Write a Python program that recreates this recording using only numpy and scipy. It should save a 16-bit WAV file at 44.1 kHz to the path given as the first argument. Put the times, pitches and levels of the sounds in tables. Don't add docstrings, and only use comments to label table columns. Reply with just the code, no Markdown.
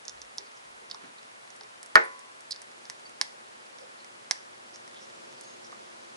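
import sys
import numpy as np
from scipy import signal
from scipy.fft import rfft, irfft, next_fast_len
from scipy.io import wavfile

SR = 44100
rng = np.random.default_rng(int(sys.argv[2]) if len(sys.argv) > 2 else 0)


def put_to_file(sound):
    columns = np.atleast_2d(sound).T
    safe = np.clip(columns, -1, 1)
    whole_steps = np.round(safe * 32767)
    wavfile.write(sys.argv[1], SR, whole_steps.astype(np.int16))


N = 272008
TREBLE_TOP_HZ = 11100

# frequency in Hz, relative level in dB.
RING_SPECTRUM = [(1500, -70.5), (2900, -25), (3500, -5), (4100, -1.5), (4600, 1), (5100, 4), (5900, 4.5),
                 (6700, -6.5), (8500, -13), (13000, -34)]
FLESH_SPECTRUM = [(60, -64.5), (300, -21.5), (600, -15), (800, -2), (1050, -0.5), (1350, -13.5), (1700, 1),
                  (2100, 2), (2500, -10), (3500, -12.5), (7000, -20.5)]
EDGE_SPECTRUM = [(1000, -38.5), (4000, -8), (7000, 6.5), (10000, 7), (11000, 4), (12000, -33), (16000, 3.5)]

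def snap_ring(hz):
    return pulse(np.multiply(RING_SPECTRUM, [hz / 5189, 1]))

def snap(hz, body_db, edge_db):
    return snap_ring(hz) + amp(body_db) * pulse(FLESH_SPECTRUM) + amp(edge_db) * pulse(EDGE_SPECTRUM)

# start in seconds, ring level in dB, pitch in Hz.
BONE_CRACKS = [(2.8992, -23, 5270), (3.2137, -7, 4814), (4.0458, -39, 5340), (4.311, -6.5, 5142),
               (4.878, -39.5, 5280)]

def bones(body_growth=0.785, edge_growth=0.776):
    out = np.zeros((2, N))
    for start, db, hz in BONE_CRACKS:
        crack = snap(hz, body_db=-3 + (body_growth - 1) * db, edge_db=-10 + (edge_growth - 1) * db)
        add(out, start, amp(db) * in_kitchen(crack))
    return out

# start in seconds, level in dB, pitch in Hz.
MEMBRANE_SNAPS = [(0.0533, -32, 5890), (.0815, -20, 5580), (.0953, -25.5, 5720), (0.2174, -26.5, 5530),
                  (.383, -16.5, 5120), (0.9003, -34.5, 4960), (0.9129, -20, 4420), (0.9459, -29.5, 5040),
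                  (1.504, -36.5, 5870), (1.61, -32, 4630), (1.6345, -37.5, 4940), (2.5289, -26.5, 4430),
                  (2.5616, -30.5, 4680), (2.8542, -34.5, 4910), (3.786, -36, 5230), (4.7594, -31.5, 5740),
                  (5.1, -44, 4980)]

def membranes(wet_q=0.85, bubble_hz=3619, bubble_db=-19.5, bubble_t60=0.0252):
    out = np.zeros((2, N))
    edge = amp(-14.5) * pulse(EDGE_SPECTRUM)
    push = amp(-38.5) * pulse(FLESH_SPECTRUM)
    bubble = ringing([(bubble_hz, bubble_db, bubble_t60)], attack_s=0.0008)[:len(edge)]
    for start, db, hz in MEMBRANE_SNAPS:
        ring = signal.lfilter(*signal.iirpeak(hz, wet_q, fs=SR), snap_ring(hz))
        add(out, start, in_kitchen(amp(db) * (ring + bubble + edge) + push))
    return out

# frequency in Hz, relative level in dB.
BLOW_SPECTRUM = [(60, -57), (150, -34), (280, -22), (380, -14), (950, -12.5), (1250, -9), (1460, -1),
                 (1620, -7.5), (1790, -2.5), (2250, -10.5), (2900, -25), (4800, -26), (6500, -31.5),
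                 (10500, -47), (13000, -74)]
# frequency in Hz, relative level in dB, time to fade by 60 dB in seconds.
BOARD_MODES = [(137.6, -21.5, 0.12), (192.7, -12, 0.098), (250.3, -21, .22), (350.3, -7.5, 0.188),
               (369.4, -12, 0.3), (451.8, -5.5, 0.282), (543, -10.5, 0.401), (641.5, 3.5, 0.161),
               (791.5, 2.5, 0.105), (834.6, -4.5, 0.235), (871.6, -9, 0.29), (1174, 8, 0.042),
               (1274, 17.5, 0.05), (1270, -27, 0.11), (1442, 11.5, 0.069), (1490, 7, 0.085),
               (1660, -11, 0.1026), (1774, 8, 0.071), (1930, -9, 0.09), (1830, -11, 0.064),
               (2063, -21, 0.52)]
METAL_MODES = [(1016, -35, 0.807), (1118, -41, 1), (1990, -47, 0.78)]

def knock(start=1.9557, bounces=4, flight_s=.0103, flight_shrink=.63, bounce_loss_db=2.5):
    blows, ring, out = np.zeros(SR), np.zeros(SR), np.zeros((2, N))
    lead_s = .001
    hard = pulse(BLOW_SPECTRUM)
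    dull = signal.sosfilt(signal.butter(2, 2400, fs=SR, output="sos"), hard)
    add(blows, lead_s, amp(9.5) * hard)
    landings = np.cumsum(flight_s * flight_shrink ** np.arange(bounces))
    for k, after in enumerate(landings):
        add(blows, lead_s + after, amp(-2.5 - bounce_loss_db * k) * dull)
    board = amp(-22) * ringing(BOARD_MODES, attack_s=0.0023)
    metal = ringing(METAL_MODES, attack_s=.004)
    add(ring, lead_s, board + metal)
    add(out, start - lead_s, in_kitchen(blows, scatter_db=-6.5, scatter_t60=0.047, room_db=-17.5))
    add(out, start - lead_s, close_stereo(ring))
    return out

# start in seconds, edge level in dB.
NAIL_TICKS = [(.3765, -33.5), (1.5636, -36), (1.83, -25.5), (1.8611, -32), (2.1931, -33), (2.4076, -33.5),
              (2.6185, -27.5), (3.095, -36.5), (5.411, -27.5), (5.4376, -36.5)]

def nails(ring_hz=5400, ring_db=-11.5, body_db=-8):
    out = np.zeros((2, N))
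    tick = amp(ring_db) * snap(ring_hz, body_db - ring_db, edge_db=-ring_db)
    for start, db in NAIL_TICKS:
        add(out, start, amp(db) * in_kitchen(tick, scatter_db=-6))
    return out

# frequency in Hz, relative level in dB.
FIBRE_SPECTRUM = [(2500, -43), (3600, -14), (4400, -2.5), (5000, 0), (5800, -14.5), (7000, -19),
                  (12000, -34.5)]

def rip(start=2.5085, length_s=.016, fibres_per_s=520, level_db=-26, rise_db=2):
    out = np.zeros(N)
    for t in np.arange(0, length_s, 1 / fibres_per_s):
        force_db, sharpness_db, late_s = rng.normal(0, [2.5, 3, .0004])
        edge = amp(2 + sharpness_db) * fade(t, t60=0.0197) * pulse(EDGE_SPECTRUM)
        gain = amp(level_db + rise_db * t / length_s + force_db)
        add(out, start + t + late_s, gain * (pulse(FIBRE_SPECTRUM) + edge))
    return out

def crackle(count=40, faint_db=-51, spread_db=8, low_hz=3800, span_hz=2200):
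    out = np.zeros(N)
    for when, size, pitch in rng.random((count, 3)):
        tick = snap(low_hz + span_hz * pitch, body_db=7.5, edge_db=-22.5)
        add(out, when * N / SR, amp(faint_db + spread_db * size ** 2) * tick)
    return out

def squelch(half_s, hz, q):
    def resonance(f):
        damping = 1j * f * hz / q
        return (damping / (hz * hz - f * f + damping)) ** 2
    swell = np.hanning(round(2 * half_s * SR))
    slips = rng.standard_normal(len(swell)) * (rng.random(len(swell)) < .06)
    return swell * unit(filtered(slips, resonance))

# centre in seconds, level in dB.
SUCTION_POPS = [(.383, -45.5), (.947, -41), (1.44, -49.5), (1.613, -43.5), (5.729, -40.5)]
# centre and half length in seconds, pitch in Hz, level in dB.
FINGER_SLIDES = [(.464, .017, 4560, -54), (0.571, 0.0223, 5580, -57.5), (1.189, 0.022, 3940, -56),
                 (2.049, 0.0206, 9680, -53), (3.815, 0.0395, 5060, -59.5), (4.003, .044, 4300, -60),
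                 (4.751, .03, 5400, -53.5), (4.974, .055, 3454, -54), (5.029, 0.043, 5600, -56),
                 (5.42, .13, 4630, -62.5), (5.651, 0.0286, 5450, -52.5)]
# centre in seconds, pitch in Hz, level in dB.
FLESH_PRESSES = [(.426, 406, -58), (.817, 419, -59.5), (1.624, 419, -57.5), (3.819, 529, -52.5)]
# centre in seconds, level in dB.
TABLE_BUMPS = [(0.189, -61.5), (.749, -66.5)]

def handling():
    out = np.zeros(N)
    def stroke(centre, db, half_s, hz, q):
        add(out, max(centre - half_s, 0), amp(db) * squelch(half_s, hz, q))
    for centre, db in SUCTION_POPS:
        stroke(centre, db, half_s=.006, hz=957, q=2.52)
    for centre, half_s, hz, db in FINGER_SLIDES:
        stroke(centre, db, half_s, hz, q=4.1)
    for centre, hz, db in FLESH_PRESSES:
        stroke(centre, db, half_s=.065, hz=hz, q=4.1)
    for centre, db in TABLE_BUMPS:
        stroke(centre, db, half_s=0.13, hz=50, q=1.53)
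    stroke(centre=1.046, db=-55.5, half_s=0.071, hz=281, q=1.1)
    stroke(centre=1.046, db=-52.5, half_s=0.071, hz=1260, q=.63)
    return out

# centre and half length in seconds, top pitch in Hz, level in dB.
WET_SQUEAKS = [(3.062, 0.01156, 4584, -49), (5.49, .12, 6533, -60)]

def squeaks(width_hz=110, sag_hz_per_s2=22000):
    out = np.zeros(N)
    for centre, half_s, hz, db in WET_SQUEAKS:
        tone = signal.hilbert(squelch(half_s, hz, q=hz / width_hz))
        sag_hz = sag_hz_per_s2 * (np.arange(len(tone)) / SR - half_s) ** 2
        arched = np.real(tone * np.exp(-2j * np.pi * np.cumsum(sag_hz) / SR))
        add(out, centre - half_s, amp(db) * arched)
    return out

# frequency in Hz, relative level in dB.
AIR_SPECTRUM = [(15, -37), (25, -37), (54, -6), (77, -25.5), (112, -4.5), (169, -11), (235, -3),
                (303, -6.5), (401, -2.5), (559, -2), (603, -2.5), (1060, -2.5), (4070, -9), (4400, -9),
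                (11000, -14.5), (14300, -74), (22000, -120)]
DRONE_SPECTRUM = [(60, -17.5), (125, -2.5), (175, -6), (235, 4.5), (290, -8), (350, 6.5), (450, -4.5),
                  (540, 3.5), (750, -7), (2000, -13), (5000, -9.5), (8000, -14), (11000, -40.5)]
# time in seconds, relative level in dB.
DRONE_SWELL = [(0, -95.5), (2.4, -68.5), (2.8, -61), (4.5, -61.5), (5.2, -54.5), (5.6, -55), (6.17, -56.5)]

def room_noise():
    def rush(spectrum):
        white = rng.standard_normal((2, N))
        shaped = filtered(white, lambda hz: amp(along(spectrum, hz)) * (hz < TREBLE_TOP_HZ))
        return wide_stereo(unit(shaped))
    drone_db = np.interp(np.arange(N) / SR, *np.transpose(DRONE_SWELL))
    return amp(-56) * rush(AIR_SPECTRUM) + amp(drone_db - 2.5) * rush(DRONE_SPECTRUM)

# frequency in Hz, time to fade by 60 dB in seconds.
KITCHEN_DECAY = [(150, 0.43), (1000, 0.26), (5000, 0.311), (11000, 0.29)]

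def in_kitchen(x, scatter_db=-7, scatter_t60=0.0386, room_db=-18):
    hz, frame_s, noise = signal.stft(rng.standard_normal((2, SR // 2)), SR, nperseg=256)
    decay = fade(frame_s, along(KITCHEN_DECAY, hz)[:, None])
    tail = signal.istft(noise * decay, SR, nperseg=256)[1]
    t = np.arange(tail.shape[1]) / SR
    tail *= 1 - np.exp(-t / 0.0049)
    scatter = rng.standard_normal(len(t)) * fade(t, scatter_t60) * (t > .0007)
    echoes = amp(scatter_db) * close_stereo(unit(scatter)) + amp(room_db) * wide_stereo(unit(tail))
    out = signal.fftconvolve(x[None], echoes / np.sqrt(len(t)), axes=1)
    add(out, 0, close_stereo(x))
    return out

# frequency in Hz, lead of left over right in radians.
LEFT_LEAD = [(100, 0.35), (300, 1.524), (700, 1.984), (2000, 1.782), (3200, 1.53), (5000, 0.67),
             (10000, 1.2)]
# frequency in Hz, left minus right in dB.
LEFT_BALANCE = [(500, -2), (2500, 0), (5000, -7), (10000, -3.5)]

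def close_stereo(x):
    side = np.array([[.5], [-.5]])
    def response(hz):
        return amp(side * along(LEFT_BALANCE, hz)) * np.exp(1j * side * along(LEFT_LEAD, hz))
    return filtered(x, response)

# frequency in Hz, side level relative to mid in dB.
ROOM_WIDTH = [(60, -11), (110, -7.5), (200, -2), (380, 3.5), (700, 8.5), (1290, 9.5), (2380, 6.5),
              (4400, 1), (8120, -1), (15000, -5.5)]

def wide_stereo(pair):
    side = filtered(pair[1], lambda hz: amp(along(ROOM_WIDTH, hz)))
    return np.array([pair[0] + side, pair[0] - side])

def ringing(modes, attack_s):
    t = np.arange(SR) / SR
    tones = sum(amp(db) * fade(t, t60) * np.sin(2 * np.pi * hz * t) for hz, db, t60 in modes)
    return (1 - np.exp(-t / attack_s)) * tones

def pulse(spectrum, size=2048):
    cepstrum = irfft(np.log(amp(along(spectrum, np.fft.rfftfreq(size, 1 / SR)))))
    cepstrum[1:size // 2] *= 2
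    cepstrum[size // 2 + 1:] = 0
    wave = irfft(np.exp(rfft(cepstrum)))
    return wave / np.abs(wave).max()

def filtered(x, response):
    n = x.shape[-1]
    padded = next_fast_len(n + SR // 10)
    return irfft(rfft(x, padded) * response(np.fft.rfftfreq(padded, 1 / SR)), padded)[..., :n]

def low_pass(x, top_hz):
    return filtered(x, lambda hz: 1 / np.sqrt(1 + (hz / top_hz) ** 100))

def along(points, hz):
    freqs, values = np.transpose(points)
    return np.interp(np.log(hz + 1), np.log(freqs + 1), values)

def fade(t, t60):
    return np.exp(-np.log(1000) * t / t60)

def amp(db):
    return 10 ** (np.asarray(db) / 20)

def unit(x):
    return x / np.sqrt(np.mean(x ** 2) + 1e-20)

def add(track, start, sound):
    part = track[..., round(start * SR):][..., :sound.shape[-1]]
    part += sound[..., :part.shape[-1]]

def scene():
    tearing = in_kitchen(rip() + crackle(), scatter_db=-13, scatter_t60=0.028, room_db=-18.5)[:, :N]
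    wet = in_kitchen(handling() + squeaks(), scatter_db=-28, scatter_t60=.082, room_db=-12.5)[:, :N]
    fish = bones() + membranes() + nails() + tearing + wet
    return low_pass(fish, TREBLE_TOP_HZ) + knock() + room_noise()

def record(dry):
    low_cut = signal.butter(2, 85, "highpass", fs=SR, output="sos")
    return low_pass(signal.sosfilt(low_cut, np.clip(dry, -1, 1)), top_hz=16050)

dry = scene()
out = record(dry)
put_to_file(out)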